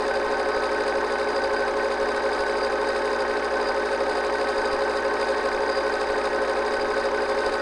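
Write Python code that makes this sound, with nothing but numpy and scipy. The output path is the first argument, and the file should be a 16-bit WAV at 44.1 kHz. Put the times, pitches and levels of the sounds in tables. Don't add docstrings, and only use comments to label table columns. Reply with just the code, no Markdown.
import sys
import numpy as np
from scipy import signal
from scipy.fft import rfft, irfft, next_fast_len
from scipy.io import wavfile

SR = 44100
rng = np.random.default_rng(int(sys.argv[2]) if len(sys.argv) > 2 else 0)


def boost_factor(decibels):
    exponent = np.asarray(decibels, float) / 20
    return 10 ** exponent


def transcribe(signal):
    frames = np.atleast_2d(signal).T
    limited = np.clip(frames, -1, 1)
    pcm = np.round(limited * 32767).astype(np.int16)
    wavfile.write(sys.argv[1], SR, pcm)


N = 335601

PULL_HZ, ROTOR_HZ, FRAME_HZ = 120.0115, 53.7728, 17.201
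PULL_START_TURNS, ROTOR_START_TURNS = .29, -.32
ROTOR_BARS, FRAMES_PER_SPROCKET = 17, 18


def at_hz(points, hz):
    points = np.array(points)
    return np.interp(np.log(hz + 1), np.log(points[:, 0]), points[:, 1])


def drift(rate):
    r = np.exp(-80 * np.pi * rate / SR)
    noise = rng.standard_normal(N // 40 + 4002)
    slow = signal.lfilter([1], [1, -2 * r, r * r], noise)[4000:]
    slow = (slow - slow.mean()) / slow.std()
    return np.interp(np.arange(N) / 40, np.arange(len(slow)), slow)


def coloured(x, response):
    size = next_fast_len(N + 8192)
    hz = np.arange(size // 2 + 1) * SR / size
    return irfft(rfft(x, size) * response(hz), size)[:N] * np.sqrt(SR / 2)


def resonance(hz, centre_hz, width_hz, db):
    damping = 1j * hz * width_hz
    return -boost_factor(db) * (damping / (centre_hz ** 2 - hz ** 2 + damping)) ** 2


def ring(clicks, modes):
    out = np.zeros(N)
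    for k, (hz, db, t60) in enumerate(modes):
        r = boost_factor(-60 / (t60 * SR))
        w = 2 * np.pi * hz / SR
        strength = (-1) ** (k // 3) * boost_factor(db) * np.sin(w)
        out += signal.lfilter([0, strength], [1, -2 * r * np.cos(w), r * r], clicks + 1e-18)
    return out


def motor_angle(pulls, turns):
    s = np.arange(N) / SR
    pull = PULL_HZ * s + PULL_START_TURNS
    rotor = ROTOR_HZ * s + ROTOR_START_TURNS
    return 2 * np.pi * (round(pulls) * pull + round(turns) * rotor)


# centre in Hz, width in Hz, level in dB per Hz.
CASING_PANELS = [(296, 98, -66), (440.4, 96, -64), (542.6, 50, -54), (740, 111, -63), (800, 85, -63),
                 (902, 81, -59.5), (1029, 35, -61), (1083.6, 39, -60), (1180, 59, -73), (1274.7, 40.6, -59),
                 (1519, 92, -57.5), (1706, 145, -67), (1880, 36.5, -63)]


def casing(hz, panels=CASING_PANELS):
    return sum(resonance(hz, *mode) * (-1) ** k for k, mode in enumerate(panels))


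def side_tones(strong):
    size = next_fast_len(2 * N)
    spectrum = np.zeros(size // 2 + 1, complex)
    for turns in range(-8, 23):
        away = min(abs(turns), abs(turns - ROTOR_BARS) + 2, 5)
        for pulls in range(-8, 20):
            hz = pulls * PULL_HZ + turns * ROTOR_HZ
            chance, lag = rng.standard_normal(), rng.random()
            if 280 < hz < 1900 and (pulls, turns) not in strong:
                db = 11.0 - 1.42 * away + 2.5 * chance
                tone = abs(casing(hz)) * boost_factor(db) * np.exp(2j * np.pi * lag)
                spectrum[round(hz * size / SR)] = tone
    return irfft(spectrum, size)[:N] * size / np.sqrt(2)


# multiple of pull, multiple of rotor turn, level in dB rms.
MOTOR_TONES = [(2, 0, -45.3), (2, 1, -49.0), (3, 0, -39.3), (3, 1, -32.3), (4, -1, -36.6), (0, 8, -45.7),
               (3, 2, -43.5), (4, 0, -45.4), (4, 1, -37.4), (5, -1, -32.9), (6, -3, -50.0), (4, 2, -49.1),
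               (5, 0, -38.8), (6, 0, -46.3), (7, -1, -46.8), (7, 0, -49.1), (6, 3, -44.5), (7, 1, -46.0),
               (8, -1, -47.6), (0, 19, -48.5), (9, -1, -46.8), (1, 18, -47.1), (13, -1, -44.0),
               (14, -3, -49.2), (14, -2, -49.2), (4, 19, -50.2), (11, 4, -52.3), (12, 2, -51.8),
               (8, 2, -51.0), (1, 8, -48.0)]
# multiple of pull added to the bar rate, level in dB rms.
ROTOR_BAR_TONES = [(-4, -50.5), (-3, -42.1), (-1, -50.8), (0, -45.1), (1, -46.9), (2, -50.6), (3, -49.7),
                   (5, -46.3)]
OPPOSED_TONES = [(2, 1), (4, 2), (6, 3), (4, 19), (14, -3), (12, 2)]


def hum():
    strong = MOTOR_TONES + [(pulls, ROTOR_BARS, db) for pulls, db in ROTOR_BAR_TONES]
    groups = np.zeros((4, N))
    panel_lag = rng.random(20)
    for k, (pulls, turns, db) in enumerate(strong):
        hz = pulls * PULL_HZ + turns * ROTOR_HZ
        opposed = (pulls, turns) in OPPOSED_TONES
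        side_panel = abs(hz - 545) < 20 and turns < 4
        lag = .2 - .39 * side_panel - .25 * (hz < 300 or opposed)
        if hz > 610:
            lag = panel_lag[int(hz / PULL_HZ)]
        lag += .5 * opposed
        groups[k % 4] += np.sqrt(2) * boost_factor(db) * np.cos(motor_angle(pulls, turns) + 2 * np.pi * lag)
    wobbling = sum(group * boost_factor(0.14 * drift(2.6)) for group in groups)
    return wobbling + side_tones([row[:2] for row in strong])


def grains(per_s, spread_db):
    happens = rng.random(N) < per_s / SR
    size = boost_factor(spread_db * np.minimum(rng.exponential(1, N), 4))
    hits = happens * size * rng.choice([-1, 1], N)
    return hits / hits.std()


def sprocket_rub():
    turn = np.arange(N) / SR * FRAME_HZ / FRAMES_PER_SPROCKET
    before = (.515 - turn) % 1
    off = np.minimum(before, 1 - before)
    drag_db = 2.5 * np.exp(-before / 0.35)
    catch_db = 8.0 * np.exp(-off / .03)
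    return boost_factor(0.2 + drag_db + catch_db + 0.64 * drift(4.6))


# multiple of pull, multiple of rotor turn, swing in dB, lag in turns.
BEARING_LEAN = [(0, 1, 1.7, 0), (1, -1, 2.2, 0), (1, -2, 1.8, 0), (1, 0, .7, -.15), (2, 1, .8, 0),
                (-7, 16, .4, 0), (2, -5, .7, .05), (3, -7, .7, .3), (-4, 9, .6, -.3), (5, -11, .8, -.4),
                (3, -6, .6, .1), (1, -3, .4, .4), (2, -4, .4, .2), (6, -13, .4, -.2)]
# centre in Hz, width in Hz, level in dB per Hz.
LAMP_COVER = [(2600, 380, -81), (3093, 41, -77), (3720, 500, -75), (4240, 940, -82), (5200, 120, -75.5),
              (6110, 390, -91.5), (6690, 210, -83.5), (7140, 150, -94), (7740, 170, -87),
              (8260, 205, -82.5), (9220, 370, -87.5)]
# frequency in Hz, level in dB per Hz.
LOOSE_CHATTER = [(150, -110), (1000, -78), (2000, -104), (2500, -76), (3300, -98.5), (5000, -77.5),
                 (5700, -97.5), (9600, -88), (10200, -100), (14000, -114)]


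def rattle():
    lean_db = .6 * drift(8) + .5 * drift(3)
    for pulls, turns, db, lag in BEARING_LEAN:
        lean_db += db * np.cos(motor_angle(pulls, turns) + 2 * np.pi * lag)
    lean = boost_factor(lean_db) / np.sqrt(np.mean(boost_factor(lean_db) ** 2))
    contacts = lean * grains(6000, spread_db=2.5)
    heavy = coloured(contacts * lean ** (.3 - 1), casing)
    cover = coloured(contacts, lambda hz: casing(hz, LAMP_COVER))
    loose = lean ** 1.18 * grains(6000, spread_db=-3.0)
    chatter = coloured(loose, lambda hz: boost_factor(at_hz(LOOSE_CHATTER, hz)))
    squeak = coloured(sprocket_rub() * contacts, lambda hz: resonance(hz, 4830, 163, -69))
    return heavy + cover + chatter + squeak


# place in the frame from 0 to 1, then thud, gate plate, pin and lever levels in dB.
CLAW_CONTACTS = [(0.031, -60, -50, -67, -50), (.378, -32, -54, -43.5, -64), (.415, -27, -35.5, -36, -60),
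                 (0.456, -29, -37, -65, -50), (.485, -37.5, -40.5, -59, -56), (.52, -33, -63, -47, -46),
                 (0.554, -29, -69, -59, -65), (0.721, -27, -52, -56, -41), (.855, -25, -41.5, -70, -42),
                 (.91, -24, -28.5, -62, -49), (.93, -31, -43, -47, -64), (.965, -47, -33, -44, -40)]
# frequency in Hz, level in dB, time to fall 60 dB in seconds.
THUD_MODES = [(836, -7, 0.044), (1150, -4, 0.019), (1367, -2, 0.0091)]
# frequency in Hz, level in dB, time to fall 60 dB in seconds.
PLATE_MODES = [(2078, -4, 0.045), (2125, -6.5, 0.011), (2254, -5, 0.033), (2622, -12.5, 0.031)]
# frequency in Hz, level in dB, time to fall 60 dB in seconds.
PIN_MODES = [(6110, -0.5, 0.01), (6640, -10.5, 0.01)]
# frequency in Hz, level in dB, time to fall 60 dB in seconds.
LEVER_MODES = [(3020, -0.5, 0.02)]


def claw():
    frames = np.arange(-1, int(N / SR * FRAME_HZ) + 1)
    wander_s = .0003 * drift(.5)
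    out = np.zeros(N)
    for column, modes in enumerate((THUD_MODES, PLATE_MODES, PIN_MODES, LEVER_MODES)):
        clicks = np.zeros(N)
        for place, *levels_db in CLAW_CONTACTS:
            chance = rng.standard_normal((len(frames), 2))
            at = ((frames + place) / FRAME_HZ + .00002 * chance[:, 0]) * SR
            at = (at + wander_s[np.clip(at, 0, N - 1).astype(int)] * SR).astype(int)
            inside = (at >= 0) & (at < N)
            clicks[at[inside]] += boost_factor(levels_db[column] + 0.72 * chance[inside, 1])
        soft = signal.butter(4, 1.13 * max(modes)[0], fs=SR, output="sos")
        out += ring(signal.sosfilt(soft, clicks), modes)
    return signal.sosfilt(signal.butter(2, 500, "high", fs=SR, output="sos"), out)


# frequency in Hz, level in dB per Hz.
FAN_AIR = [(20, -70.5), (100, -84), (190, -80), (280, -68), (600, -70.5), (1000, -74), (2000, -74.5),
           (3000, -82.5), (5500, -88), (9600, -125), (10300, -102), (13000, -108), (15500, -122)]


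def fan():
    return coloured(rng.standard_normal(N), lambda hz: boost_factor(at_hz(FAN_AIR, hz)))


def scene():
    return (hum() + rattle() + claw() + fan())[None]


# time in seconds, level in dB.
GAIN_JOLTS = [(0.049, -46), (0.239, -39), (0.299, -48), (0.543, -43), (1.51, -46), (1.69, -47),
              (2.008, -39), (2.375, -39), (3.283, -40), (3.668, -39), (4.073, -42), (4.563, -37),
              (4.707, -34), (5.52, -38), (6.076, -38), (6.249, -44), (6.765, -38), (6.809, -49),
              (7.445, -38)]


def gain_thump(x):
    kick = .3 * np.maximum(np.abs(x) - .13, 0)
    kick[[int((at + .022) * SR) for at, db in GAIN_JOLTS]] += boost_factor(np.array(GAIN_JOLTS)[:, 1] + 56.5)
    kick = signal.sosfilt(signal.butter(2, 120, fs=SR, output="sos"), kick)
    return signal.sosfilt(signal.butter(1, [5, 22], "band", fs=SR, output="sos"), kick)


# frequency in Hz, level in dB rms.
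LEAK_TONES = [(29.97, -64), (60.003, -50), (89.92, -70), (119.88, -70), (120.025, -69), (149.84, -67),
              (180.01, -68), (15734.3, -96)]


def leakage():
    s = np.arange(N) / SR
    tones = sum(np.sqrt(2) * boost_factor(db) * np.sin(2 * np.pi * hz * s) for hz, db in LEAK_TONES)
    return tones + coloured(rng.standard_normal(N), lambda hz: resonance(hz, 15730, 300, -112))


# time in seconds, level in dB.
TAPE_TICKS = [
    (4.4925, -35),
    (3.553, -50),
]


def tape_ticks():
    ticks = np.zeros(N)
    ticks[[int(at * SR) for at, db in TAPE_TICKS]] = boost_factor(np.array(TAPE_TICKS)[:, 1])
    return ticks


def field_buzz():
    s = np.arange(N) / SR
    fields = np.diff(np.floor((s - .001) * 59.94), prepend=-1) * boost_factor(-45)
    return signal.sosfilt(signal.butter(2, [9500, 13000], "band", fs=SR, output="sos"), fields)


def low_pass(x):
    return signal.sosfilt(signal.butter(12, 15990, fs=SR, output="sos"), x)


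def record(dry):
    x = signal.sosfilt(signal.butter(2, 10300, fs=SR, output="sos"), dry[0])
    rounded = .6 * np.tanh(x / 0.6)
    mix = rounded + gain_thump(x) + leakage() + tape_ticks() + field_buzz()
    return low_pass(mix[None])


dry = scene()
out = record(dry)
transcribe(out)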